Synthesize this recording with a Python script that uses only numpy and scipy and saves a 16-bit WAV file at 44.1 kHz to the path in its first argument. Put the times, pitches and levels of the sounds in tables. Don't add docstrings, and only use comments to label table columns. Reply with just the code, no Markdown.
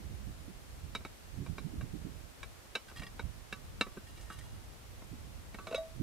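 import sys
import numpy as np
from scipy import signal
from scipy.fft import rfft, irfft, next_fast_len
from scipy.io import wavfile
from scipy.ndimage import uniform_filter1d

SR = 44100
rng = np.random.default_rng(int(sys.argv[2]) if len(sys.argv) > 2 else 0)


def to_wav(sig):
    pcm = np.clip(np.atleast_2d(sig), -1, 1) * 32767
    pcm = np.round(pcm).astype(np.int16)
    wavfile.write(sys.argv[1], SR, pcm.T)


N = 265658
T = np.arange(N) / SR
AGE = np.arange(SR // 2) / SR


def pot():
    # start in seconds, level in dB, treble change in dB, thud against the knock in dB,
    # three wall notes in Hz, free ring against those notes in dB.
    knocks = [(0.9501, -39, -0.5, -11, 1310, 1550, 2275, 3), (1.007, -59.5, -18, -5, 1571, 990, 2277, -3),
              (1.0497, -47, -6, -6.5, 1314, 1580, 2240, -2), (1.4626, -53.5, -9, -19, 1125, 1450, 2360, -3),
              (1.5821, -47.5, -4.5, -8.5, 1090, 1440, 2390, 1), (1.8103, -52, -9, -21, 1110, 1580, 2740, 1),
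              (2.4305, -47.5, -3.5, -14, 1106, 1644, 2310, -4),
              (2.753, -35.5, -2, -14, 1576, 2300, 2667, 0), (2.914, -58.5, -17, -4.5, 1620, 1080, 2880, -9),
              (3.0203, -51, -6, -6, 1870, 1070, 2310, -4), (3.1938, -43.5, -9, -9, 1473, 930, 2230, 2.5),
              (3.5259, -42, -1, -7, 1690, 1150, 2700, -2),
              (3.81, -30.5, -0.5, -10.5, 1764, 1325, 2710, -3.5),
              (3.867, -55.5, -10, 4, 1060, 1720, 1960, -3), (3.971, -54, -13, 7.5, 1480, 1140, 1545, 1),
              (4.301, -49.5, -15, -7.5, 1290, 830, 1600, 1), (5.021, -58, -22, -9, 1080, 1310, 2100, -14),
              (5.5443, -51, -7, 0, 1850, 1060, 2230, -16), (5.5862, -50.5, -10, -8, 1336, 1130, 2670, -16),
              (5.67, -47, -3.5, -12, 1390, 1160, 2280, -12), (5.7101, -53, -2, -6, 1290, 1049, 2710, -9),
              (5.7253, -48.5, -5.5, -12, 1240, 1480, 2680, -5),
              (5.7455, -41.5, 2.5, -17, 1420, 2280, 2645, -18)]
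    # frequency in Hz, gain in dB.
    clack_tone = [(90, -10), (195, -4.5), (280, -1.5), (480, 1.5), (850, -3.5), (1300, -3), (1620, -10),
                  (1950, -10), (2300, -6), (2650, -3.5), (3250, -12.5), (3950, -12), (4500, -14.5),
                  (8000, -17.5), (15000, -31.5)]
    # pitch in Hz, strength in dB, fade time in seconds.
    wall_modes = [(1067, -15, 0.14), (1317, -13, 0.18), (1540, 9.5, 0.051), (1623, 0, 0.063),
                  (1807, -7.5, 0.058), (2136, -5, 0.089), (2303, 8, 0.069), (2757, -2.5, 0.076),
                  (2980, -10, 0.15), (3805, 11, 0.069), (4020, 0, 0.1), (4740, -11, 0.071),
                  (5170, -4, 0.068), (5360, -9, 0.15), (6050, -12, 0.082)]
    # pitch in Hz, strength in dB, fade time in seconds.
    thud_modes = [(208, -1.5, 0.058), (274, -5.5, 0.042), (373, -5.5, 0.037)]
    out = np.zeros(N)
    for start, db, treble_db, thud_db, main_hz, second_hz, high_hz, free_db in knocks:
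        clack = colour(chatter(hold_s=0.0042, t60=0.056, first=4.5), clack_tone)
        clack_db = -1.5 - 0.28 * (db + 41.5)
        notes = [(main_hz, 0, .05), (second_hz, -2, .04), (high_hz, 2, .055),
                 (3850, -4, .04), (4060, -8, .04)]
        gripped = attack_level(ring(notes, rise_s=0.0006), 0)
        free = attack_level(ring(wall_modes, rise_s=0.00056), free_db)
        knock = attack_level(clack, clack_db) + gripped + free
        knock = colour(knock, [(1390, 0), (3750, treble_db)])
        thud = ring(thud_modes, rise_s=.002)
        add(out, start, attack_level(knock, db) + attack_level(thud, db + thud_db))
    return out


def lid():
    # start in seconds, air note in dB, pot's base note in dB, drag and fade times in seconds.
    jolts = [(5.67, -50, -45.5, .002, 0.3), (5.712, -39, -47, 0.0044, 0.065),
             (5.728, -52, -35.5, 0.01, 0.13), (5.743, -30.5, -49, 0.0086, .034),
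             (5.779, -52, -32, 0.0019, 0.3)]
    # time in seconds, pitch in Hz.
    air_pitch = [(5.675, 433.3), (5.71, 469), (5.728, 496), (5.75, 536), (5.78, 572)]
    base_hz, air_roughness, base_roughness = 649, 0.47, 0.066
    air, base = np.zeros((2, N), complex)
    for start, air_db, base_db, drag_s, t60 in jolts:
        grit = (wander(317) + 1j * wander(310))[:len(AGE)]
        swell = fade(t60, drag_s) * rise(0.0013)
        add(air, start, undb(air_db) * swell * (1 + air_roughness * grit))
        add(base, start, undb(base_db) * swell * (1 + base_roughness * grit))
    air_cycles = np.cumsum(np.interp(T, *np.transpose(air_pitch))) / SR
    return np.imag(air * np.exp(2j * np.pi * air_cycles) + base * np.exp(2j * np.pi * base_hz * T))


def handle_clinks():
    # start in seconds, body strength in dB, note in Hz, tick level in dB.
    clinks = [(2.8833, -51, 1545, -64), (2.8968, -54, 1520, -64), (2.9605, -48, 1850, -60),
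              (2.9696, -48, 3250, -57.5), (2.9808, -51, 4150, -61), (2.9943, -49, 1820, -56.5),
              (3.0321, -43, 1870, -59.5), (3.0657, -44, 1887, -61), (4.0709, -56, 1846, -72),
              (4.174, -54, 2320, -67), (4.2098, -72, 2920, -61), (4.2285, -71, 3950, -63),
              (4.3236, -57, 3150, -60), (4.387, -80, 2900, -57), (4.409, -55, 1980, -70),
              (5.7471, -51, 3530, -61), (5.7564, -48, 3600, -69), (5.777, -54, 2300, -60)]
    # pitch in Hz, strength in dB, fade time in seconds.
    wire_modes = [(1152, -2, 0.11), (1895, -0.5, 0.14), (2310, -4, 0.057), (2760, 1, 0.11),
                  (3340, 8, 0.031), (3880, 1, 0.045), (4240, -22, 0.041), (4940, 1, 0.06), (6300, -10, .06),
                  (7800, -17, 0.15)]
    scrape_tone = [(200, 20), (900, -6), (1900, 6), (4000, -14), (5300, -5), (7000, -4.5), (15000, -62)]
    out = np.zeros(N)
    for start, body_db, hz, tick_db in clinks:
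        skid = chatter(hold_s=0.0011, t60=0.06, first=2) * rise(0.0014)
        scrape = colour(skid, scrape_tone)
        tick = colour(skid, [(2500, -1.5), (6000, -6), (8500, -4), (15000, -18)])
        note = ring([(hz, 0, .05)], rise_s=0.0023)
        wire = ring(wire_modes, rise_s=0.0016)
        body = attack_level(wire, -12) + attack_level(note, -11.5) + attack_level(scrape, -12.5)
        add(out, start, undb(body_db) * body + attack_level(tick, tick_db))
    return out


def loose_ring():
    # start in seconds, level in dB, change above 2000 Hz in dB.
    releases = [(3.528, -55, -21), (3.817, -47.5, -6), (4.307, -54.5, -12), (5.589, -53, -16),
                (5.680, -56, -1), (5.754, -43.5, 5.5)]
    # pitch in Hz, strength in dB, fade time in seconds.
    loose_modes = [(1151, 1, 0.22), (1280, -2.5, 0.14), (1505, -2, 0.15), (2250, 3, 0.065),
                   (3500, 3, 0.066), (3832, -0.5, 0.14), (3820, -20, 0.14), (5160, -9, 0.08),
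                   (6300, -2, 0.076)]
    out = np.zeros(N)
    for start, db, treble_db in releases:
        modes = [(hz, mode_db + treble_db * (hz > 2000), t60) for hz, mode_db, t60 in loose_modes]
        add(out, start, attack_level(ring(modes, rise_s=0.0039), db))
    return out


def handle_rub():
    # time in seconds, level in dB.
    rub_levels = [(4.03, -99), (4.09, -62), (4.14, -67), (4.20, -62), (4.27, -70), (4.33, -57),
                  (4.42, -64.5), (4.48, -68), (4.56, -85)]
    # pitch in Hz, width in Hz, gain in dB.
    rub_notes = [(1300, 22, -7), (1840, 7.2, 5), (2320, 39, -20), (2840, 8.8, 5), (3280, 26, -7),
                 (3900, 42, -8), (5150, 120, -14), (6230, 180, -16), (8450, 1700, -18)]
    friction = rng.standard_normal(N) * undb(3.5 * wander(150))
    song = sum(undb(db) * signal.lfilter(*signal.iirpeak(hz, hz / width, fs=SR), friction)
               for hz, width, db in rub_notes)
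    times, levels_db = np.transpose(rub_levels)
    return unit(song) * np.interp(T, times, undb(levels_db), left=0, right=0)


def buffets():
    # start in seconds, strength in dB, pitch in Hz, left minus right in dB.
    swirls = [(0.269, -49, 130, -18), (0.479, -52, 210, -25), (0.83, -48, 73, -27),
              (1.373, -45.5, 109, -25), (1.399, -42, 110, -11), (1.485, -40, 85, -28),
              (1.645, -42, 133, -29), (1.735, -49.5, 212, -22), (1.779, -45, 66, -10),
              (1.826, -42.5, 100, -25), (1.933, -45, 162, -36), (2.047, -46, 171, -24),
              (2.991, -47, 75, -19), (3.234, -41.5, 62.4, -18), (5.113, -48, 130, -21),
              (5.999, -37, 136, -20)]
    out = np.zeros((2, N))
    for start, db, hz, pan_db in swirls:
        cycles = hz * AGE
        swing = np.sin(2 * np.pi * cycles) * cycles * np.exp(-cycles ** 2)
        wake_tone = [(hz / 4, -14), (hz, 0), (2 * hz, -3), (4 * hz, -17), (9 * hz, -55)]
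        wake = colour(rng.standard_normal(len(AGE)), wake_tone) * AGE * np.exp(-AGE / 0.012)
        wake = colour(wake, [(280, 4), (420, -1.5), (700, -36.5), (2000, -51)])
        puff = attack_level(swing, 0) + attack_level(wake, -1.3)
        sides = undb(np.array([[pan_db], [-pan_db]]) / 2)
        add(out, start, sides / sides.mean() * undb(db) * puff)
    return out


def wind():
    # time in seconds, left in dB, right in dB.
    gusts = [(0.0, -52, -42.5), (0.6, -53.5, -49), (0.9, -51.5, -43.5), (1.2, -59, -55), (1.38, -54, -43.5),
             (1.68, -61, -41.5), (1.76, -45, -40.5), (1.95, -53, -43.5), (2.28, -57, -47), (2.46, -48, -57),
             (2.58, -61.5, -49), (2.82, -59, -57), (3.24, -52.5, -43), (3.48, -62, -49.5),
             (3.78, -46.5, -49.5), (3.9, -60, -51.5), (4.56, -52, -46.5), (4.76, -52, -56),
             (4.92, -56, -48), (5.38, -51.5, -47.5), (5.88, -54.5, -55), (6.01, -60, -39)]
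    # frequency in Hz, gain in dB.
    rumble_tone = [(12, -34), (25, -8), (50, -1), (90, -3), (150, -12.5), (250, -26.5), (400, -31),
                   (2000, -73)]
    # frequency in Hz, gain in dB.
    flutter_tone = [(50, -43), (130, 4), (200, 0.5), (300, -3.5), (430, -12.5), (700, -32.5), (2000, -95.5)]
    times, *sides = np.transpose(gusts)
    surge_db = 1.2 * wander(7)
    out = []
    for side_db in sides:
        gust_db = np.interp(T, times, side_db) + surge_db
        rumble, flutter = noise(rumble_tone), noise(flutter_tone)
        flutter_db = -8.5 + 0.58 * (gust_db + 41.5)
        rumble *= undb(2 * wander(21.9))
        flutter *= undb(flutter_db + 2.2 * wander(35))
        out.append(undb(gust_db) * (rumble + flutter))
    return np.array(out)


def hiss():
    # frequency in Hz, gain in dB.
    hiss_tone = [(120, -34.5), (200, -3), (659, -5), (896, -7.5), (9210, -18), (13500, -21), (15000, -27)]
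    return np.array([noise(hiss_tone), noise(hiss_tone)]) * undb(-56.5)


def ring(modes, rise_s):
    scatter_db = 2.5
    out = np.zeros(len(AGE))
    for hz, db, t60 in modes:
        gain = undb(db + scatter_db * rng.standard_normal())
        out += gain * fade(t60) * np.sin(2 * np.pi * (hz * AGE + rng.random()))
    return out * rise(rise_s)


def chatter(hold_s, t60, first):
    force = rng.standard_normal(len(AGE)) * fade(t60, hold_s)
    force[0] += first
    return force


def rise(rise_s):
    return 1 - np.exp(-AGE / rise_s)


def fade(t60, hold_s=0):
    return np.exp(-np.log(1000) * np.maximum(AGE - hold_s, 0) / t60)


def wander(rate):
    span = int(SR / rate)
    steps = np.repeat(rng.standard_normal(N // span + 1), span)
    return unit(uniform_filter1d(uniform_filter1d(steps, span), span)[:N])


def noise(tone):
    return unit(colour(rng.standard_normal(N), tone))


def colour(x, points):
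    hz, db = np.transpose(points)
    n = 2 * next_fast_len(x.shape[-1])
    log_hz = np.log(np.arange(n // 2 + 1) * SR / n + 1)
    log_gain = np.log(undb(np.interp(log_hz, np.log(hz), db)))
    cepstrum = irfft(log_gain) * (1 + np.sign(n // 2 - np.arange(n)))
    cepstrum[0] /= 2
    return irfft(rfft(x, n) * np.exp(rfft(cepstrum)))[..., :x.shape[-1]]


def undb(db):
    return 10 ** (np.asarray(db) / 20)


def unit(x):
    return x / np.sqrt(np.mean(x ** 2))


def attack_level(x, db):
    head = x[:int(.03 * SR)]
    return x * undb(db) / np.sqrt(np.mean(head ** 2))


def add(track, start, sound):
    i = int(start * SR)
    track[..., i:i + sound.shape[-1]] += sound[..., :N - i]


def scene():
    metal = pot() + handle_clinks() + handle_rub() + lid() + loose_ring()
    delayed = np.roll(metal, 1)
    left = colour(delayed, [(500, 0), (1200, -.8), (2500, -1.3), (6000, -.5)])
    right = colour(metal, [(500, 0), (1200, .8), (2500, 1.1), (6000, .5)])
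    return np.array([left, right]) + wind() + buffets() + hiss()


def record(dry):
    top_hz = 15500
    return signal.sosfilt(signal.ellip(8, .2, 70, top_hz, fs=SR, output="sos"), dry)


dry = scene()
out = record(dry)
to_wav(out)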